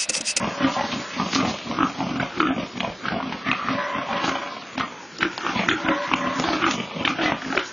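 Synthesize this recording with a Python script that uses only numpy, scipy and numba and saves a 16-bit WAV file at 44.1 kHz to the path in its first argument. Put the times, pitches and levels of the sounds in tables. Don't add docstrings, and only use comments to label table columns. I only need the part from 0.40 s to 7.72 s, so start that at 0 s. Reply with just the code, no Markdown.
import sys
import numpy as np
from scipy import signal
from scipy.fft import dct
from scipy.io import wavfile
from scipy.ndimage import uniform_filter1d, minimum_filter1d
from numba import njit

SR = 44100
rng = np.random.default_rng(int(sys.argv[2]) if len(sys.argv) > 2 else 0)


def boost(x):
    u = np.asarray(x, float) / 20
    return 10 ** u


def materialize(psi):
    bounded = np.clip(np.atleast_2d(psi).T, -1, 1)
    quanta = np.round(bounded * 32767).astype(np.int16)
    wavfile.write(sys.argv[1], SR, quanta)


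N = 322812


def rms_one(x):
    return x / np.sqrt(np.mean(x ** 2) + 1e-20)


def band_passed(x, low_hz, high_hz):
    return signal.sosfilt(signal.butter(2, [low_hz, high_hz], "band", fs=SR, output="sos"), x)


def high_passed(x, hz):
    return signal.sosfilt(signal.butter(2, hz, "high", fs=SR, output="sos"), x)


def in_time(rows):
    s, *columns = np.transpose(rows)
    return [np.interp(np.arange(N) / SR, s, c) for c in columns]


def at_hz(points, hz):
    points_hz, points_db = np.array(points).T
    return np.interp(np.log(hz), np.log(points_hz), points_db)


def full_rate(v):
    return np.interp(np.arange(N) / 32, np.arange(len(v)), v)


def peaks_db(start, hold, db, rise, fall):
    t = np.arange(0, N + 32, 32) / SR
    start, end = start[:, None], (start + hold)[:, None]
    return db[:, None] - rise * np.maximum(start - t, 0) - fall * np.maximum(t - end, 0)


def drift(rate):
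    r = np.exp(-80 * np.pi * rate / SR)
    slow = signal.lfilter([1], [1, -2 * r, r * r], rng.standard_normal(N // 40 + 2002))[2000:]
    return np.interp(np.arange(N) / 40, np.arange(len(slow)), rms_one(slow))


@njit
def moving_pole(x, r, cosine):
    y = np.zeros(len(x))
    for i in range(2, len(x)):
        drive = (1 - r * r) / 2 * (x[i] - x[i - 2])
        y[i] = drive + 2 * r * cosine[i] * y[i - 1] - r * r * y[i - 2]
    return y


def resonance(x, hz, width_hz):
    cosine = np.cos(2 * np.pi * hz / SR) * np.ones(len(x))
    return moving_pole(x + 1e-18, np.exp(-np.pi * width_hz / SR), cosine)


def evened(x, span_s):
    size = int(span_s * SR)
    power = uniform_filter1d(uniform_filter1d(x ** 2, size=size), size=size)
    return x / np.sqrt(np.abs(power) + 1e-12)


def coloured(x, spectrum, patchy_db, rate):
    out, edges = 0, 27.5 * 2 ** np.arange(0, 8.6, .5)
    for low, high in zip(edges, edges[1:]):
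        if high > spectrum[0][0]:
            level_db = at_hz(spectrum, np.sqrt(low * high)) + patchy_db * drift(rate)
            out = band_passed(x, low, high) * boost(level_db) - out
    return out


def squeal():
    # [t/s, level of lowest resonance/dB]
    bursts = [
        [(0.0, -40.5), (0.168, -46), (0.226, -29), (0.332, -55.5), (0.368, -37.5), (0.472, -45), (0.748, -53),
         (0.8, -40)],
        [(3.33, -42.5), (3.385, -36), (3.468, -37.5), (3.566, -39), (3.61, -41.5), (3.645, -50), (3.75, -40),
         (4.08, -48.5), (4.22, -66)],
        [(5.4, -52), (5.49, -30), (5.525, -29), (5.56, -44), (5.62, -38), (5.66, -42), (5.7, -52.5),
         (5.74, -50)],
        [(5.77, -42.5), (5.82, -37), (5.86, -36), (5.895, -41), (5.95, -38), (5.99, -37), (6.02, -50),
         (6.11, -43.5), (6.2, -69)],
    ]
    # [f/Hz, width/Hz, level/dB]
    tract = [(574.7, 14, 2), (1040, 70, 3), (1220, 77, -16.5), (1630, 230, -1), (1915, 40, -7.5),
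             (3470, 450, -13)]
    level = 0
    for rows in bursts:
        level = level + boost(in_time([(rows[0][0] - .05, -90), *rows, (rows[-1][0] + 0.023, -90)])[0])
    voice = rng.standard_normal(N) * boost(2.0 * drift(65))
    slide = 1 + .011 * drift(5.5)
    out = 0
    for hz, width_hz, db in tract:
        ring = resonance(resonance(voice, hz * slide, 1.9 * width_hz), hz * slide, 1.9 * width_hz)
        out = out + boost(db + 1.8 * drift(14)) * evened(ring, 0.2)
    return level * boost(3.0) * out


def scuffle():
    # [t/s, level/dB]
    trampling = [(0.0, -39), (0.5, -32.5), (1.1, -33.5), (1.5, -39.5), (2.3, -41), (3.2, -41.5),
                 (3.65, -41), (4.2, -39.5), (4.72, -44.5), (5.1, -34), (5.6, -38.5), (6.1, -30.5),
                 (6.6, -40.5), (7.32, -38.5)]
    # [t/s, level/dB]
    hooves = [(0.342, -30), (0.936, -24.5), (0.959, -24.5), (1.089, -25.5), (1.592, -32.5), (2.0, -30),
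              (2.382, -34), (2.67, -41.5), (3.33, -34), (3.85, -25), (4.78, -58), (4.972, -33.5),
              (5.288, -26), (5.73, -40), (5.992, -29.5), (6.322, -26), (6.692, -31.5), (6.85, -27),
              (7.16, -30.5), (7.261, -34)]
    # [f/Hz, density/dB per Hz]
    leaves = [(400, -19), (1500, 5.5), (3000, 5), (4200, 10), (6000, 5)]
    sizes = boost(1.0 * np.minimum(rng.exponential(1, N), 5)) * rng.choice([-1, 1], N)
    crackles_per_s = 5000 * boost(3.0 * drift(25))
    crackle = sizes * (rng.random(N) < crackles_per_s / SR)
    s, db = np.transpose(hooves)
    hooves_db = full_rate(peaks_db(s, 0 * s, db, rise=401, fall=190.5).max(0))
    level_db = np.maximum(in_time(trampling)[0], hooves_db) - 3.0
    return boost(level_db) * evened(coloured(crackle, leaves, patchy_db=5.0, rate=3.3), 0.067)


def forest():
    # [f/Hz, density/dB per Hz]
    colour = [(18, -52), (30, -11), (190, 4), (569, 3.5), (683, -19), (1010, -0.5), (1150, -13.5),
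              (1480, -1), (7000, -20.5), (9100, -39.5), (15400, -120)]
    level_db = -42
    air = coloured(rng.standard_normal(N), colour, patchy_db=2.0, rate=9)
    return high_passed(boost(level_db) * rms_one(air), 110)


def trees(x):
    t = np.arange(SR // 2) / SR
    echoes = rng.standard_normal(len(t)) * boost(-60 * t / 0.21) * (t > .012)
    echoes = signal.lfilter([.3], [1, -.7], echoes)
    return signal.fftconvolve(x, echoes / np.sqrt(np.sum(echoes ** 2)))[:N]


def effort():
    # [start/s, hold/s, throat/dB, throat/Hz, snout above throat/dB]
    low_grunts = [(0.024, 0.052, -25.5, 236.5, -5.5), (0.233, 0.033, -20.5, 266.1, -7),
                  (0.38, 0.075, -31, 233, -7), (0.527, 0.071, -29.5, 257.4, -8),
                  (0.792, 0.063, -26.5, 243.3, -6), (0.942, .17, -25.5, 256.2, -7),
                  (1.285, 0.037, -28, 245.7, -8), (1.391, 0.062, -23, 292, -9),
                  (1.602, 0.12, -28.5, 244.5, -7), (1.704, 0.13, -27.5, 259.2, -7.5),
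                  (2.156, 0.071, -27, 240.5, -10.5), (2.356, 0.11, -33, 228.5, -12),
                  (2.438, 0.065, -31.5, 223, -9), (2.662, 0.024, -33, 238, -3.5),
                  (2.722, 0.058, -28.5, 242.8, -6.5), (2.833, 0.12, -32, 247, -8),
                  (3.085, 0.02, -25.5, 261.4, -4.5), (3.273, 0.081, -28.5, 250, -5.5),
                  (3.569, 0.016, -29.5, 266, -1), (3.717, 0.051, -32, 231.6, 0),
                  (4.385, 0.048, -30.5, 252.5, -4.5), (5.164, 0.056, -28, 221.5, -1.5),
                  (5.816, 0.083, -29, 262, -5), (6.283, 0.12, -29.5, 239.4, -6.5),
                  (6.571, 0.046, -28.5, 213.2, -3.5)]
    # [start/s, hold/s, throat/dB, throat/Hz, snout above throat/dB]
    high_grunts = [(1.995, 0.042, -25.5, 326, -10), (2.058, 0.049, -25.5, 276.4, -8.5),
                   (3.846, 0.069, -27.5, 302.4, 1), (4.829, 0.026, -27.5, 341, -7),
                   (5.056, 0.049, -31, 334, 0.5), (5.282, 0.058, -26, 334, -11.5),
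                   (5.455, 0.059, -23.5, 319.3, -13.5), (5.713, 0.041, -28, 294, -5),
                   (5.972, 0.048, -28, 277, -4.5), (6.044, 0.11, -27.5, 326.3, -3),
                   (6.224, .06, -27.5, 334, -1), (6.658, 0.061, -29.5, 281.3, -5.5),
                   (6.805, 0.055, -28, 328, 2.5), (6.904, 0.031, -27, 246, -6.5),
                   (7.164, 0.016, -25.5, 375.7, -7.5), (7.061, 0.04, -31.5, 266, -10)]
    # [t/s, level/dB]
    unrest = [(0.0, -34.5), (0.7, -44.5), (1.2, -43), (1.9, -40.5), (2.3, -45), (2.6, -55), (3.0, -40),
              (3.45, -40), (3.95, -32), (4.3, -45.5), (4.75, -50.5), (5.0, -37), (5.6, -36.5), (6.1, -44),
              (6.5, -38.5), (7.0, -39), (7.32, -44.5)]
    sag_hz_per_s, murmur_throat_db = 350, -8
    start, hold, db, hz, snout_db = np.transpose(low_grunts + high_grunts)
    throat = peaks_db(start, hold, db, rise=326, fall=478.5)
    snout = peaks_db(start, hold, db + snout_db, rise=392, fall=114.5)
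    lead = throat.argmax(0)
    t = np.arange(len(lead)) * 32 / SR
    into_s = np.clip(t - start[lead], 0, hold[lead]) - hold[lead] / 2
    pitch = uniform_filter1d(hz[lead] - sag_hz_per_s * into_s, size=40)
    murmur, = in_time(unrest)
    return (np.maximum(full_rate(throat.max(0)), murmur + murmur_throat_db), full_rate(pitch),
            np.maximum(full_rate(snout.max(0)), murmur))


def all_flaps():
    # [t/s, peak/dB, ring/Hz, upper ring/Hz, upper ring above peak/dB]
    cracks = [(0.245, -12.5, 1220, 3110, -7), (0.798, -10.5, 1128, 3030, -21),
              (1.43, -4, 1224, 2490, -18.5), (2.002, -5.5, 1315, 2306, -6.5),
              (2.07, -11.5, 1324, 2950, -10.5), (2.404, -23, 1074, 2650, 6.5),
              (2.683, -11, 1596, 2260, -7.5), (3.114, -15.5, 1273, 2520, 4), (4.379, -18.5, 836, 2560, -6),
              (4.408, -8.5, 1266, 2015, -10.5), (4.828, -7.5, 1406, 1760, -3.5),
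              (5.192, -30, 992, 2200, 12), (5.287, -2, 1413, 1870, -7), (5.486, -5.5, 1466, 2046, -8.5),
              (5.736, -5, 1080, 2380, -2.5), (6.04, -9.5, 1027, 3500, -10), (6.4, -26.5, 1120, 2380, 7),
              (6.65, -15, 1755, 2890, 4), (6.676, -7.5, 1220, 2346, -2.5), (6.857, -10.5, 605, 1966, -12.5),
              (7.125, -10.5, 1323, 1920, -12), (7.149, -26.5, 1527, 1710, -13),
              (7.175, -3, 1410, 2134, -5.5), (2.376, -30, 870, 2770, -4)]
    # [t/s, peak/dB, ring/Hz]
    more_cracks = [(0.044, -13.5, 961), (0.933, -18, 1260), (0.96, -9, 1149), (1.049, -12, 763),
                   (1.312, -15.5, 1040), (1.387, -12, 1164), (1.405, -12, 1210), (1.604, -14.5, 830),
                   (1.798, -18, 1476), (1.828, -12.5, 654), (2.447, -13.5, 990), (2.654, -13.5, 1274),
                   (2.827, -17, 1063), (2.923, -18, 884), (3.226, -17.5, 1130), (3.285, -10, 1218),
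                   (3.893, -10.5, 1247), (4.807, -20, 1266), (4.978, -20, 890), (5.065, -8.5, 1274),
                   (5.312, -8, 1810), (5.714, -10.5, 1105), (6.087, -8, 817), (6.132, -19.5, 1150),
                   (6.157, -15.5, 1210), (6.219, -13, 1330), (6.241, -5, 1265), (6.264, -5.5, 1291),
                   (6.834, -11.5, 780), (6.92, -4.5, 920),
                   (0.276, -13.5, 990), (0.409, -11, 845), (0.527, -16.5, 1070), (0.816, -15.5, 1100),
                       (1.979, -21, 1254), (2.028, -15, 1109), (2.105, -17.5, 690), (2.181, -17.5, 574),
                       (2.228, -18, 559), (2.431, -18, 660), (2.476, -17, 563), (2.498, -23.5, 615),
                       (2.641, -25, 1476), (2.72, -18, 756), (2.742, -18.5, 685), (3.728, -15.5, 792),
                       (4.85, -15.5, 1520), (5.048, -31.5, 1120), (5.16, -17.5, 974), (5.335, -24.5, 1540),
                       (5.463, -15.5, 1530), (5.69, -21.5, 1690), (5.858, -18.5, 1335), (5.998, -14, 494),
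                       (6.705, -15.5, 1280), (6.817, -16.5, 750), (7.019, -19.5, 1730), (7.049, -24.5, 1750),
                       (7.073, -26.5, 905), (7.102, -20, 1630)]
    upper_hz, upper_db = 2273, -13
    return sorted(cracks + [(*row, upper_hz, upper_db) for row in more_cracks])


def vocal_folds(jitter, uneven_db, puff_s):
    flaps_per_s = 44
    hard = np.r_[0, np.array(all_flaps())[:, 0], N / SR]
    cycles = np.r_[0, np.cumsum(np.maximum(1, np.round(np.diff(hard) * flaps_per_s)))]
    count = int(cycles[-1])
    chance = rng.standard_normal((count, 2))
    times = np.interp(np.arange(count) + jitter * chance[:, 0], cycles, hard)
    pulses = np.zeros(N)
    pulses[np.clip((times * SR).astype(int), 0, N - 1)] = boost(uneven_db * np.minimum(chance[:, 1], 1))
    fall = np.exp(-1 / (puff_s * SR))
    puff = signal.lfilter([1], [1, -fall], pulses) * rng.standard_normal(N)
    return rms_one(pulses), rms_one(puff)


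def grunts():
    throat_db, throat_hz, snout_db = effort()
    snout_hz, upper_snout_hz = 4.1 * throat_hz, 2.7 * throat_hz
    rasp_db = -41 + 0.79 * (snout_db + 34)
    pulses, puff = vocal_folds(jitter=.24, uneven_db=4.5, puff_s=0.011)

    low = pulses + 0.6 * puff + 0.35 * rng.standard_normal(N)
    throat = resonance(resonance(low, throat_hz, 44), throat_hz, 90)
    throat = band_passed(throat - .25 * resonance(low, .62 * throat_hz, 150), 80, 450)
    chest = band_passed(puff, 25, 110)

    upper = 0.1 * pulses + puff + .25 * rng.standard_normal(N)
    snout = resonance(upper, snout_hz, 330) - 0.57 * resonance(upper, 1.35 * snout_hz, 200)
    snout = snout + .9 * resonance(resonance(upper, upper_snout_hz, 330), upper_snout_hz, 330)
    rasp = resonance(upper, 2175, 500) - 0.66 * resonance(upper, 3310, 600)

    out = boost(throat_db) * (evened(throat, 0.027) + boost(-24.5) * evened(chest, 0.042))
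    out = out + boost(snout_db + 0.5) * evened(snout, 0.053) + boost(rasp_db + 2.0) * evened(rasp, 0.076)
    return out + nasals(upper + .3 * pulses)


def hard_flaps():
    out, t = np.zeros(N + SR), np.arange(SR // 20) / SR
    throat_db, throat_hz, _ = effort()
    flaps = all_flaps()
    grain = rng.standard_normal((len(flaps), len(t)))
    rise = 1 - np.exp(-t / .0004)
    for (s, peak_db, hz, upper_hz, upper_db), noise in zip(flaps, grain):
        i = int(s * SR)
        upper_gain = boost(upper_db + 7.0)
        ring = np.sin(2 * np.pi * hz * t) * np.exp(-t / .0019)
        upper = upper_gain * np.sin(2 * np.pi * upper_hz * t) * np.exp(-t / 0.00081)
        spit = .7 * resonance(noise, hz, 500) + upper_gain * resonance(noise, upper_hz, 900)
        crack = rise * (ring + upper + spit * np.exp(-t / 0.0038))
        crack *= boost(peak_db) * max(1, upper_gain) / np.abs(crack).max()
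        thump = boost(throat_db[i] + 7) * np.sin(2 * np.pi * throat_hz[i] * t) * np.exp(-t / 0.011)
        out[i:i + len(t)] -= boost(1.5) * crack + rise * thump
    return signal.sosfilt(signal.butter(8, 3800, fs=SR, output="sos"), out[:N])


def nasals(air):
    # [start/s, hold/s, level/dB, first f/Hz, last f/Hz]
    narrowings = [(0.188, 0.058, -34.5, 1034, 1025), (0.366, 0.072, -29, 787, 820),
                  (0.387, 0.042, -37.5, 1930, 1956), (2.004, 0.06, -29.5, 1287, 1295),
                  (2.078, 0.043, -33.5, 1740, 1526), (2.168, 0.055, -38, 700, 576),
                  (2.411, 0.046, -33.5, 730, 649), (2.728, 0.065, -35, 717, 730),
                  (3.067, 0.066, -33.5, 1746, 2030), (3.689, 0.063, -31.5, 795, 770),
                  (4.826, 0.016, -34.5, 1527, 1404), (5.287, 0.053, -26, 1536, 1355),
                  (5.461, 0.032, -28.5, 736, 700), (6.051, 0.12, -32.5, 666, 664),
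                  (6.108, 0.027, -40, 1158, 1225), (6.853, 0.019, -24.5, 1964, 1957),
                  (6.786, 0.075, -30.5, 695, 713), (7.127, 0.061, -29.5, 769, 564),
                  (1.391, 0.033, -30.5, 1187, 1197), (0.789, 0.026, -31.5, 893, 810),
                  (0.959, 0.035, -31, 1130, 1148), (1.048, 0.07, -40, 819, 688),
                  (1.301, 0.03, -33.5, 603, 585), (1.604, 0.043, -31, 769, 741),
                  (3.388, 0.19, -40.5, 1990, 2040), (3.712, 0.19, -33, 985, 1086),
                  (3.962, 0.2, -39.5, 1072, 1000), (4.502, .15, -45, 900, 878),
                  (5.571, 0.1, -33.5, 1040, 995), (5.795, 0.16, -34.5, 1020, 1024),
                  (5.63, 0.079, -38.5, 1930, 2140)]
    width_hz = 135
    start, hold, db, first_hz, last_hz = np.transpose(narrowings)
    levels = peaks_db(start, hold, db, rise=1500, fall=603.5)
    out = np.zeros(N)
    for k, level in enumerate(levels):
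        end = start[k] + hold[k]
        part = slice(int((start[k] - .1) * SR), min(N, int((end + .1) * SR)))
        hz = np.interp(np.arange(N)[part] / SR, [start[k], end], [first_hz[k], last_hz[k]])
        note = resonance(resonance(air[part], hz, width_hz), hz, 1.6 * width_hz)
        out[part] += boost(full_rate(level)[part]) * evened(note, 0.025)
    return out


def spits():
    # [t/s, level/dB, dying time/s, lowest f/Hz, highest f/Hz]
    bursts = [(0.928, -24, 0.013, 900, 3550), (0.947, -18.5, 0.013, 2160, 5840),
              (0.968, -29, 0.014, 2050, 4420), (1.004, -18.5, 0.0067, 250, 3100),
              (1.03, -23, 0.0085, 198, 684), (1.051, -24, 0.0097, 500, 3070),
              (2.656, -29, 0.013, 1500, 3400), (2.683, -26.5, 0.007, 905, 2960),
              (2.72, -33, 0.0071, 600, 3580), (2.801, -18, 0.004, 790, 1430),
              (2.825, -31, 0.0045, 890, 3330), (2.923, -24.5, .012, 800, 2780),
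              (3.729, -27.5, 0.0078, 800, 3270), (3.766, -27.5, 0.019, 1450, 3200),
              (3.96, -27.5, 0.0057, 816, 3240), (4.377, -25, 0.011, 610, 3490),
              (4.396, -22.5, 0.011, 700, 2520), (4.407, -29, 0.013, 1030, 3580),
              (4.806, -27, 0.015, 1290, 3490), (4.828, -19.5, 0.0068, 1480, 3640),
              (4.978, -24, 0.0027, 398, 1680), (5.287, -24, 0.026, 3050, 3590), (5.19, -26, .02, 446, 766),
              (5.21, -25.5, 0.0093, 1784, 2660), (5.262, -28, .006, 500, 1300),
              (6.13, -21, 0.01, 590, 3220), (6.22, -20, 0.0047, 1000, 2520),
              (6.236, -21, 0.0053, 2000, 2650), (6.279, -22, 0.0094, 391, 1600),
              (6.307, -24, 0.011, 2010, 3430), (6.652, -24.5, 0.011, 1180, 3620),
              (7.19, -28, 0.02, 1833, 3680), (5.17, -28.5, 0.045, 1960, 3670),
              (6.815, -29, .06, 2340, 3740), (2.195, -30, 0.017, 1930, 3270),
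              (3.19, -31, 0.065, 1095, 1370), (3.31, -33.5, 0.017, 2350, 3610),
              (0.515, -28, 0.025, 2360, 3930), (0.734, -32.5, .02, 1900, 2820),
              (1.80, -29.5, 0.048, 880, 2600)]
    rise_s = .001
    out, t = np.zeros(N + SR), np.arange(SR // 10) / SR
    for (s, db, dying_s, low_hz, high_hz), noise in zip(bursts, rng.standard_normal((len(bursts), len(t)))):
        i = int(s * SR)
        shape = (1 - np.exp(-t / rise_s)) * np.exp(-t / dying_s)
        out[i:i + len(t)] += boost(db + 2.5) * rms_one(band_passed(noise, low_hz, high_hz)) * shape
    return out[:N]


def twigs():
    # [t/s, peak/dB]
    snaps = [(0.949, -9.5), (2.3755, -36), (3.892, -11.5), (4.786, -20), (1.187, -23.5), (3.088, -25),
             (4.979, -16.5), (5.998, -10), (6.3114, -13.5)]
    out, t = np.zeros(N), np.arange(400) / SR
    for (s, peak_db), noise in zip(snaps, rng.standard_normal((len(snaps), 400))):
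        i = int(s * SR)
        out[i:i + 400] += boost(peak_db + 5.5) * noise * np.exp(-t / 0.00075)
    return high_passed(out, 1200)


def yelp():
    # [t/s, level/dB, mouth resonance/Hz]
    rows = [
        (3.04, -39, 1160),
        (3.084, -19, 1220),
        (3.14, -36, 1174),
        (3.267, -28.5, 1230),
        (3.289, -24, 1220),
        (3.318, -26.5, 1220),
        (3.341, -49.5, 1150),
    ]
    before = (rows[0][0] - .02, -90, rows[0][2])
    after = (rows[-1][0] + 0.066, -90, rows[-1][2])
    level_db, hz = in_time([before, *rows, after])
    voice = rng.standard_normal(N)
    mouth = evened(resonance(resonance(voice, hz, 150), hz, 150), 0.23)
    return boost(level_db - 4.0) * (mouth + 0.61 * rms_one(resonance(voice, 1880, 250)))


def scene():
    herd = grunts() + hard_flaps() + squeal() + yelp()
    mid = herd + boost(-14.5) * trees(herd) + scuffle() + twigs() + forest() + spits()
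    return np.array([mid, mid])


def coarse_blocks(x, apart_size, attack_db, masked_db, size, count):
    # [f/Hz, step/dB]
    step_over_band = [(100, -7), (400, -1.5), (1000, 3), (3000, 5.5), (5500, 7.5), (7000, 10)]
    # [f/Hz, step/dB]
    masked = [(500, -27.5), (2000, -20.5), (4000, -11), (6000, -19), (6600, -12), (7000, -5.5)]
    # [f/Hz, level/dB]
    apart_colour = [(60, 5.5), (250, -0.5), (1000, -4.5), (2000, -5), (5000, -2)]
    scatter_db, apart_share = 3.0, 0.14
    finer_db_per_crest_db = 2.0
    lead = 1136 % size
    window = np.sin(np.pi * (np.arange(2 * size) + .5) / (2 * size))
    padded = np.pad(x, (size + lead, 3 * size))
    blocks = np.lib.stride_tricks.sliding_window_view(padded, 2 * size)[::size] * window
    a, b, c, d = np.split(blocks, 4, axis=1)
    lines = dct(np.c_[-c[:, ::-1] - d, a - b[:, ::-1]], type=4, norm="ortho")

    hz = (np.arange(size) + .5) * SR / 2 / size
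    band = np.unique((14 * np.log(1 + hz / 700)).astype(int), return_inverse=True)[1]
    member = band[:, None] == np.arange(band.max() + 1)
    band_rms = np.sqrt(lines ** 2 @ member / member.sum(0))[:, band]
    block_rms = np.sqrt(np.mean(lines ** 2, axis=1, keepdims=True) + 1e-14)
    chance = rng.standard_normal((2, len(lines), band.max() + 1))[:, :, band]
    least_step = block_rms * boost(at_hz(masked, hz) + masked_db)
    step = np.maximum(band_rms * boost(at_hz(step_over_band, hz)), least_step)
    step = -minimum_filter1d(-step, size=count, axis=0)

    crest_db = 20 * np.log10(np.abs(blocks).max(axis=1, keepdims=True) / block_rms + 1e-9)
    finer_db = np.clip(finer_db_per_crest_db * (crest_db - attack_db), 0, 18) * np.where(hz < 3900, 1, .3)
    step = step * boost(scatter_db * chance[0] - finer_db) + 1e-9

    split = chance[1] > 1 - 2 * apart_share
    apart = split * apart_size * boost(at_hz(apart_colour, hz)) * step * rng.standard_normal(lines.shape)
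    pair = np.array([lines + apart, lines - apart])
    pair = np.sign(pair) * np.floor(np.abs(pair) / step + .42) * step
    u, v = np.split(dct(pair, type=4, norm="ortho"), 2, axis=2)
    back = np.concatenate([v, -v[..., ::-1], -u[..., ::-1], -u], axis=2) * window
    return (back[:, 1:, :size] + back[:, :-1, size:]).reshape(2, -1)[:, lead:lead + N]


def attacks(x):
    rise_db = 15
    power = high_passed(x, 1500) ** 2
    before = np.roll(uniform_filter1d(power, size=1024), 600)
    sudden = uniform_filter1d(power, size=128) > before * boost(2 * rise_db)
    return uniform_filter1d(-minimum_filter1d(-1. * sudden, size=1900), size=200)


def top_cut(x):
    return signal.sosfilt(signal.butter(12, 7950, fs=SR, output="sos"), x)


def record(dry):
    overload, port_air_db, cutoff_hz = 1.25, -76, 6980
    mic = high_passed(dry.mean(0), 40)
    mic = overload * np.tanh(mic / overload)
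    long = coarse_blocks(mic, apart_size=0.08, attack_db=14.5, masked_db=12.0, size=2048, count=1)
    short = coarse_blocks(mic, apart_size=0.05, attack_db=6.5, masked_db=1.5, size=256, count=3)
    rounded = long + attacks(mic) * (short - long)
    air = rms_one(band_passed(rng.standard_normal(N), 40, 85))
    rounded = rounded + boost(port_air_db + 4.0 * drift(4)) * air * [[1], [-1]]
    mix = signal.sosfilt(signal.ellip(12, .5, 75, cutoff_hz, fs=SR, output="sos"), rounded)
    return top_cut(mix)


dry = scene()
out = record(dry)
materialize(out)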